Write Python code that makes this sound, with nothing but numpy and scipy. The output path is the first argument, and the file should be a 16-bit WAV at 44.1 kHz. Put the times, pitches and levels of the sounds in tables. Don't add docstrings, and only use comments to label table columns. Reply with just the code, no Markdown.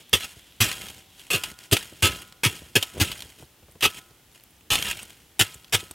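import sys
import numpy as np
from scipy import signal
from scipy.fft import rfft, irfft
from scipy.io import wavfile

SR = 44100
rng = np.random.default_rng(int(sys.argv[2]) if len(sys.argv) > 2 else 0)


def pcm_store(signal):
    levels = np.round(np.clip(np.atleast_2d(signal), -1, 1) * 32767)
    wavfile.write(sys.argv[1], SR, levels.astype(np.int16).T)


N = 261954
TIME = np.arange(N) / SR
TOP_HZ = 15900

# start in seconds, push length in seconds, level at entry in dB,
# level at the end of the push in dB, release time constant in seconds, blade ring in relative dB,
# centre of the blade ring in Hz, grit above 5 kHz in relative dB, hollow knock in relative dB, its pitch in Hz,
# bowl ring in dB, centre of the bowl ring in Hz, trickle of loosened embers in dB,
# their dull tumbling in dB, settling time constant in seconds.
THRUSTS = [ (.129, .013, -17, -16, 0.013, 0.5, 3240, -3, -6.5, 380, -53, 1430, -36, -52, 0.13),
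           (.603, 0.017, -16.5, -17, 0.023, -4.5, 2560, -1.5, -13, 220, -39.5, 770, -24.5, -33.5, 0.089),
           (1.302, 0.052, -25.5, -23.5, 0.015, -1.5, 2650, -2, -3, 450, -43.5, 1430, -34.5, -46, 0.073),
           (1.719, .011, -24.5, -15.5, 0.014, 0, 3010, 0, 2, 348, -56.5, 1430, -32, -44.5, .09),
           (2.022, .051, -20, -21.5, 0.011, 1.5, 2750, -3, -3, 333, -43.5, 1360, -29, -33.5, 0.069),
           (2.433, 0.031, -21, -19.5, 0.013, -2, 2780, -4.5, -7.5, 310, -54, 1360, -36, -41.5, 0.12),
           (2.753, 0.016, -17.5, -16.5, 0.0091, -2, 2700, -4, 0.5, 363, -48, 1290, -34.5, -47, 0.091),
           (2.998, 0.022, -23, -16.5, 0.012, -19, 2720, -4.5, -5.5, 280, -52.5, 1290, -30.5, -36.5, 0.11),
           (3.822, 0.037, -22.5, -19, .011, 3, 2720, -6, -12, 401, -48, 1290, -40.5, -47.5, 0.09),
           (4.702, 0.059, -22, -25.5, 0.012, -1, 2920, -1.5, -17, 450, -45, 1430, -27.5, -38, 0.12),
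           (5.392, 0.03, -18, -19, 0.0088, -2, 3100, 0.5, -8.5, 396, -53.5, 1290, -36.5, -51, 0.081),
           (5.723, 0.026, -25, -14.5, 0.0095, -7.5, 3600, -5, -12, 420, -50.5, 1290, -37, -45, 0.078)]
# frequency in Hz, relative level in dB.
CHARCOAL = [(100, 4), (400, -3.5), (750, 0.5), (1300, 1), (2000, 3.5), (3000, 5.5), (4500, -1), (8000, 1.5),
            (12500, -2.5), (16000, -10.5)]
# frequency in Hz, relative level in dB.
ASH = [(25, -34.5), (60, 4.5), (110, 2.5), (190, -1), (260, -5), (390, -2.5), (520, -8), (700, -13),
       (1500, -24.5), (6000, -39.5)]


def undb(db):
    return 10 ** (np.asarray(db) / 20)


def unit(x):
    return x / (np.std(x) + 1e-12)


def add(track, s, x):
    i = max(int(s * SR), 0)
    track[i:i + len(x)] += x[:len(track) - i]


def colour(x, points):
    size = 4096
    hz, db = np.transpose(points)
    bins_hz = np.arange(size // 2 + 1) * SR / size
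    log_gain = np.log(undb(np.interp(np.log(bins_hz + 1), np.log(hz), db)))
    cepstrum = irfft(log_gain)[:size // 2]
    cepstrum[1:] *= 2
    response = irfft(np.exp(rfft(cepstrum, size)))
    return unit(signal.fftconvolve(x, response)[:len(x)])


def band(x, hz, q):
    b, a = signal.iirpeak(min(hz, SR / 3), max(q, 1), fs=SR)
    return unit(signal.lfilter(b, a, x))


def ring(modes, t):
    total = 0
    for k, (hz, db, t60) in enumerate(modes):
        total = total + (-1) ** k * undb(db - 60 * t / t60) * np.sin(2 * np.pi * hz * t)
    return total


def focused(modes, centre_hz, focus_db, focus_width):
    favoured = []
    for hz, db, t60 in modes:
        closeness = np.exp(-(np.log(hz / centre_hz) / focus_width) ** 2)
        favoured.append((hz, db + focus_db * closeness, t60))
    return favoured


def fractures(n, per_s, spread_db):
    happens = rng.random(n) < per_s / SR
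    size = undb(spread_db * np.clip(rng.standard_normal(n), -2, 2))
    return unit(happens * size * rng.choice([-1, 1], n))


def clinks(n, per_s, low_hz, high_hz, cycles, spread_db):
    out, t = np.zeros(n + 1024), TIME[:1024]
    for when, size, damping, *pitches in rng.random((int(per_s * n / SR) + 1, 7)):
        hz = np.minimum(low_hz + (high_hz - low_hz) * np.array(pitches)[:, None], TOP_HZ)
        decay = np.exp(-t * hz / (cycles * (.5 + damping)))
        partials = np.sin(2 * np.pi * hz * t) * decay
        add(out, when * n / SR, undb(spread_db * size) * partials.sum(axis=0))
    return unit(out[:n])


def bowl_echoes(x, share_db=-2, decay_s=0.0041):
    t = TIME[:SR // 60]
    taps = rng.standard_normal(len(t)) * np.exp(-t / decay_s)
    taps *= undb(share_db) / np.linalg.norm(taps)
    taps[0] = 1
    return unit(signal.fftconvolve(x, taps)[:len(x)])


def thrusts():
    # frequency in Hz, relative level in dB, t60 in seconds.
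    bowl_modes = [(770, -17, 1.6), (1014, -4, .7), (1165, -10, .5), (1290, -1, .6), (1312, -8, .6),
                  (1433, -5, .9), (1725, -7, .5), (2565, -2, .4), (2760, 0, .2)]
    # frequency in Hz, relative level in dB.
    knock_spectrum = [(60, -14.5), (150, 6.5), (250, -2.5), (380, -1.5), (540, 0), (800, -4), (1100, -1),
                      (2000, -17.5), (6000, -36)]
    out, t = np.zeros(N), TIME[:SR // 5]
    for (s, push, entry_db, end_db, release, blade_db, blade_hz, grit_db,
         knock_db, knock_hz, bowl_db, bowl_hz, *_) in THRUSTS:
        depth = np.minimum(t / push, 1)
        onset = np.minimum(t / 0.0025, 1)
        let_go = np.exp(-np.maximum(t - push, 0) / release)
        force = onset * undb(entry_db + (end_db - entry_db) * depth) * let_go

        cracks = fractures(len(t), per_s=5000, spread_db=5.5)
        gritty = [(hz, db + grit_db * (hz > 5000)) for hz, db in CHARCOAL]
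        coal = colour(bowl_echoes(cracks), gritty)
        chips = clinks(len(t), per_s=500, low_hz=3462, high_hz=13750, cycles=36, spread_db=16)
        chips *= undb(grit_db - 6.0)
        steel = undb(blade_db) * blade(cracks, blade_hz)
        knock = colour(band(cracks, knock_hz, q=1.75), knock_spectrum)
        knock *= undb(knock_db - 6.7 * (1.5 - depth))
        add(out, s, force * (coal + chips + steel + knock))

        bowl_ring = ring(focused(bowl_modes, bowl_hz, focus_db=5, focus_width=0.075), TIME[:2 * SR])
        add(out, s + push, undb(bowl_db) * bowl_ring)
    return out


def blade(force, centre_hz, focus_db=5):
    # frequency in Hz, relative level in dB, t60 in seconds.
    blade_modes = [(1294, -7.5, 0.14), (1360, -16.5, 0.013), (1902, -11, 0.038), (2300, -28, .02),
                   (2577, 2, 0.046), (2742, 2.5, 0.045), (2880, 3, 0.021), (3034, 3, 0.041),
                   (3315, 1, 0.028), (3450, 3, 0.04), (3700, -9, 0.03), (5240, -17.5, 0.035),
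                   (6100, -26, .03), (6540, -14, .025)]
    modes = focused(blade_modes, centre_hz, focus_db, focus_width=0.14)
    return unit(signal.fftconvolve(force, ring(modes, TIME[:SR // 10]))[:len(force)])


def thumps(sag_s=0.0084):
    # start in seconds, final pitch in Hz, peak level in dB,
    # swell time in seconds, extra pitch at first contact in Hz.
    ash_thumps = [(0.129, 89, -26, 0.012, 58), (0.603, 105.5, -19, 0.011, 23),
                  (1.338, 92, -26, 0.0095, 190), (1.723, 100, -12.5, 0.0057, 30),
                  (2.028, 89.7, -15.5, 0.0096, 15), (2.458, 98, -16, 0.0071, 81),
                  (2.756, 97.4, -21.5, 0.01, 120), (3.012, 89.5, -13.5, 0.0062, 19),
                  (3.842, 84.7, -31, 0.01, 45), (5.404, 97, -21, 0.0085, 40),
                  (5.741, 95.5, -24.5, 0.0097, 40)]
    out, t = np.zeros(N), TIME[:SR // 5]
    for s, hz, db, swell, extra_hz in ash_thumps:
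        pitch_hz = hz + extra_hz * np.exp(-t / sag_s)
        phase = 2 * np.pi * np.cumsum(pitch_hz) / SR
        envelope = t / swell * np.exp(1 - t / swell)
        add(out, s, undb(db) * envelope * np.sin(phase))
    return out


def snaps(crumble_db=-8, crumble_per_db=.4, large_db=-20):
    # start in seconds, level in dB, pitch in Hz, decay time constant in seconds.
    lump_snaps = [(.095, -32, 12000, .0017), (0.1374, -11, 3300, .0016), (.207, -24.5, 2600, .006),
                  (.715, -18.5, 2600, .0063), (0.818, -21.5, 3000, .0015), (.885, -26, 2950, 0.0039),
                  (1.195, -32.5, 3300, .006), (1.436, -15.5, 3100, .0072), (1.589, -25, 4300, .0014),
                  (1.638, -35, 5000, .0022), (1.713, -18, 3000, .0071), (1.7676, -12.5, 3000, .0064),
                  (2.057, -4, 3000, .0016), (2.324, -27, 3500, .002), (2.4507, -5, 2900, .0024),
                  (2.8264, -14, 3000, .0075), (3.012, -7, 2700, .0015), (3.116, -21, 3000, .006),
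                  (3.205, -23.5, 3000, .0033), (3.222, -23, 3200, .0032), (3.713, -40, 9000, .002),
                  (3.722, -37.5, 12000, .002), (3.808, -24, 3000, .016), (3.842, -4, 2900, .00074),
                  (3.852, -16, 2950, .0031), (4.108, -44, 5000, .002), (4.332, -43, 10000, .002),
                  (4.437, -35.5, 12000, .0023), (4.733, -13.5, 2800, .0067), (4.755, -9.5, 2900, .0023),
                  (4.825, -16, 3000, .0033), (4.991, -28, 2600, .008), (5.03, -27.5, 8500, .0031),
                  (5.4118, -3, 3000, .002), (5.543, -28, 7700, .0041), (5.645, -34.5, 3200, .0035),
                  (5.911, -21.5, 8000, .0028)]
    out, t = np.zeros(N), TIME[:SR // 12]
    for s, db, hz, decay in lump_snaps:
        cracks = fractures(len(t), per_s=14000, spread_db=2)
        broad_db = crumble_db + crumble_per_db * min(db - large_db, 0)
        crumble = undb(broad_db) * colour(bowl_echoes(cracks), CHARCOAL)
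        clink = undb(-9) * band(cracks, hz, q=6)
        add(out, s, undb(db) * np.exp(-t / decay) * (clink + crumble))
    return out


def settling():
    trickle, tumble = ember_motion()
    cracks = fractures(N, per_s=2500, spread_db=4) * avalanches(per_s=55, decay_s=.003, depth=1.5)
    scattered = bowl_echoes(cracks, share_db=-7)
    dust = undb(-3.5) * colour(scattered, CHARCOAL)
    dust += undb(-10) * band(bowl_echoes(cracks), 3020, q=4.5)
    chips = undb(-9) * clinks(N, per_s=400, low_hz=3500, high_hz=14500, cycles=18, spread_db=24)
    contact = np.clip(trickle / undb(-37.5), 0, 1) ** 0.77
    scrape = undb(-5.0) * blade(cracks, centre_hz=2950, focus_db=1.5)
    lumps = undb(-6.5) * clinks(N, per_s=110, low_hz=1600, high_hz=4200, cycles=18, spread_db=15)
    thuds = undb(-1.5) * colour(fractures(N, per_s=350, spread_db=3.5), ASH)
    return trickle * (dust + chips + contact * (scrape + lumps)) + tumble * thuds


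def ember_motion():
    # time of its height in seconds,
    # half length in seconds, trickle in dB, dull tumbling in dB.
    ember_slides = [(.005, .015, -48, -60), (.238, 0.017, -33, -59), (0.862, 0.045, -41, -46),
                    (0.966, 0.045, -50.5, -53), (1.223, 0.066, -51.5, -63), (1.48, 0.028, -41, -49),
                    (1.63, 0.034, -47, -65), (1.97, 0.057, -51.5, -54.5), (2.218, 0.015, -45.5, -49),
                    (2.988, 0.026, -44, -36), (3.407, 0.026, -51, -52.5), (3.974, 0.015, -42.5, -46.5),
                    (4.362, .016, -53.5, -60.5), (4.896, 0.025, -30.5, -40), (5.1, .025, -54, -60),
                    (5.802, 0.012, -40.5, -55)]
    loosen_s = 0.021
    power = np.zeros((2, N))
    for s, push, *_, trickle_db, tumble_db, settle_s in THRUSTS:
        since = np.maximum(TIME - s - push, 0)
        moving = np.minimum(since / loosen_s, 1) * np.exp(-since / settle_s)
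        power += np.outer(undb([trickle_db, tumble_db]), moving) ** 2
    for s, half_length, trickle_db, tumble_db in ember_slides:
        moving = np.exp(-.5 * ((TIME - s) / half_length) ** 2)
        power += np.outer(undb([trickle_db, tumble_db]), moving) ** 2
    return np.sqrt(power)


def avalanches(per_s, decay_s, depth):
    starts = 1. * (rng.random(N) < per_s / SR)
    spurts = signal.lfilter([1], [1, -np.exp(-1 / (decay_s * SR))], starts)
    activity = 1 + depth * spurts
    return activity / activity.mean()


def drops():
    # start in seconds, peak level in dB.
    lump_drops = [(.368, -40.5), (1.516, -39.5), (1.924, -36), (2.618, -36), (3.425, -35.5), (3.626, -44),
                  (3.683, -45), (3.753, -42), (4.108, -45), (5.025, -44), (5.555, -42), (5.828, -37.5),
                  (5.908, -42)]
    out, t = np.zeros(N), TIME[:SR // 10]
    for s, db in lump_drops:
        knock = colour(rng.standard_normal(len(t)) * np.exp(-t / 0.0083), ASH)
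        add(out, s, undb(db) * knock / np.abs(knock).max())
    return out


def fire():
    # frequency in Hz, relative level in dB.
    fire_spectrum = [(15, -41), (25, -6.5), (64, 5), (285, -4), (344, -2), (384, -6), (607, -10),
                     (887, -9.5), (962, -13), (1840, -13), (3160, -11.5), (4370, -16.5), (12500, -18.5),
                     (16000, -21)]
    # time in seconds, level in dB.
    sizzle_levels = [(0, -58.5), (1.3, -61.5), (2.6, -69), (4, -75.5), (5.94, -72)]
    hiss = undb(-58) * colour(rng.standard_normal(N), fire_spectrum)
    ticks = undb(-70) * clinks(N, per_s=18, low_hz=2500, high_hz=13000, cycles=5, spread_db=18)
    s, sizzle_db = np.transpose(sizzle_levels)
    sizzle = undb(np.interp(TIME, s, sizzle_db)) * band(rng.standard_normal(N), hz=3200, q=4)
    return hiss + ticks + sizzle


def microphone_hiss():
    # frequency in Hz, relative level in dB.
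    hiss_spectrum = [(30, 2), (150, 4), (1000, 0), (4000, -2), (16000, 0.7)]
    return np.array([undb(-62) * colour(noise, hiss_spectrum) for noise in rng.standard_normal((2, N))])


def scene():
    bowl = thrusts() + thumps() + snaps() + settling() + drops() + fire()
    return bowl + microphone_hiss()


def record(dry, low_cut_hz=30):
    bass_cut = signal.butter(2, low_cut_hz, "high", fs=SR, output="sos")
    top_cut = signal.ellip(10, .2, 80, TOP_HZ, fs=SR, output="sos")
    thinned = signal.sosfilt(bass_cut, dry)
    return signal.sosfilt(top_cut, np.clip(thinned, -1, 1))


dry = scene()
out = record(dry)
pcm_store(out)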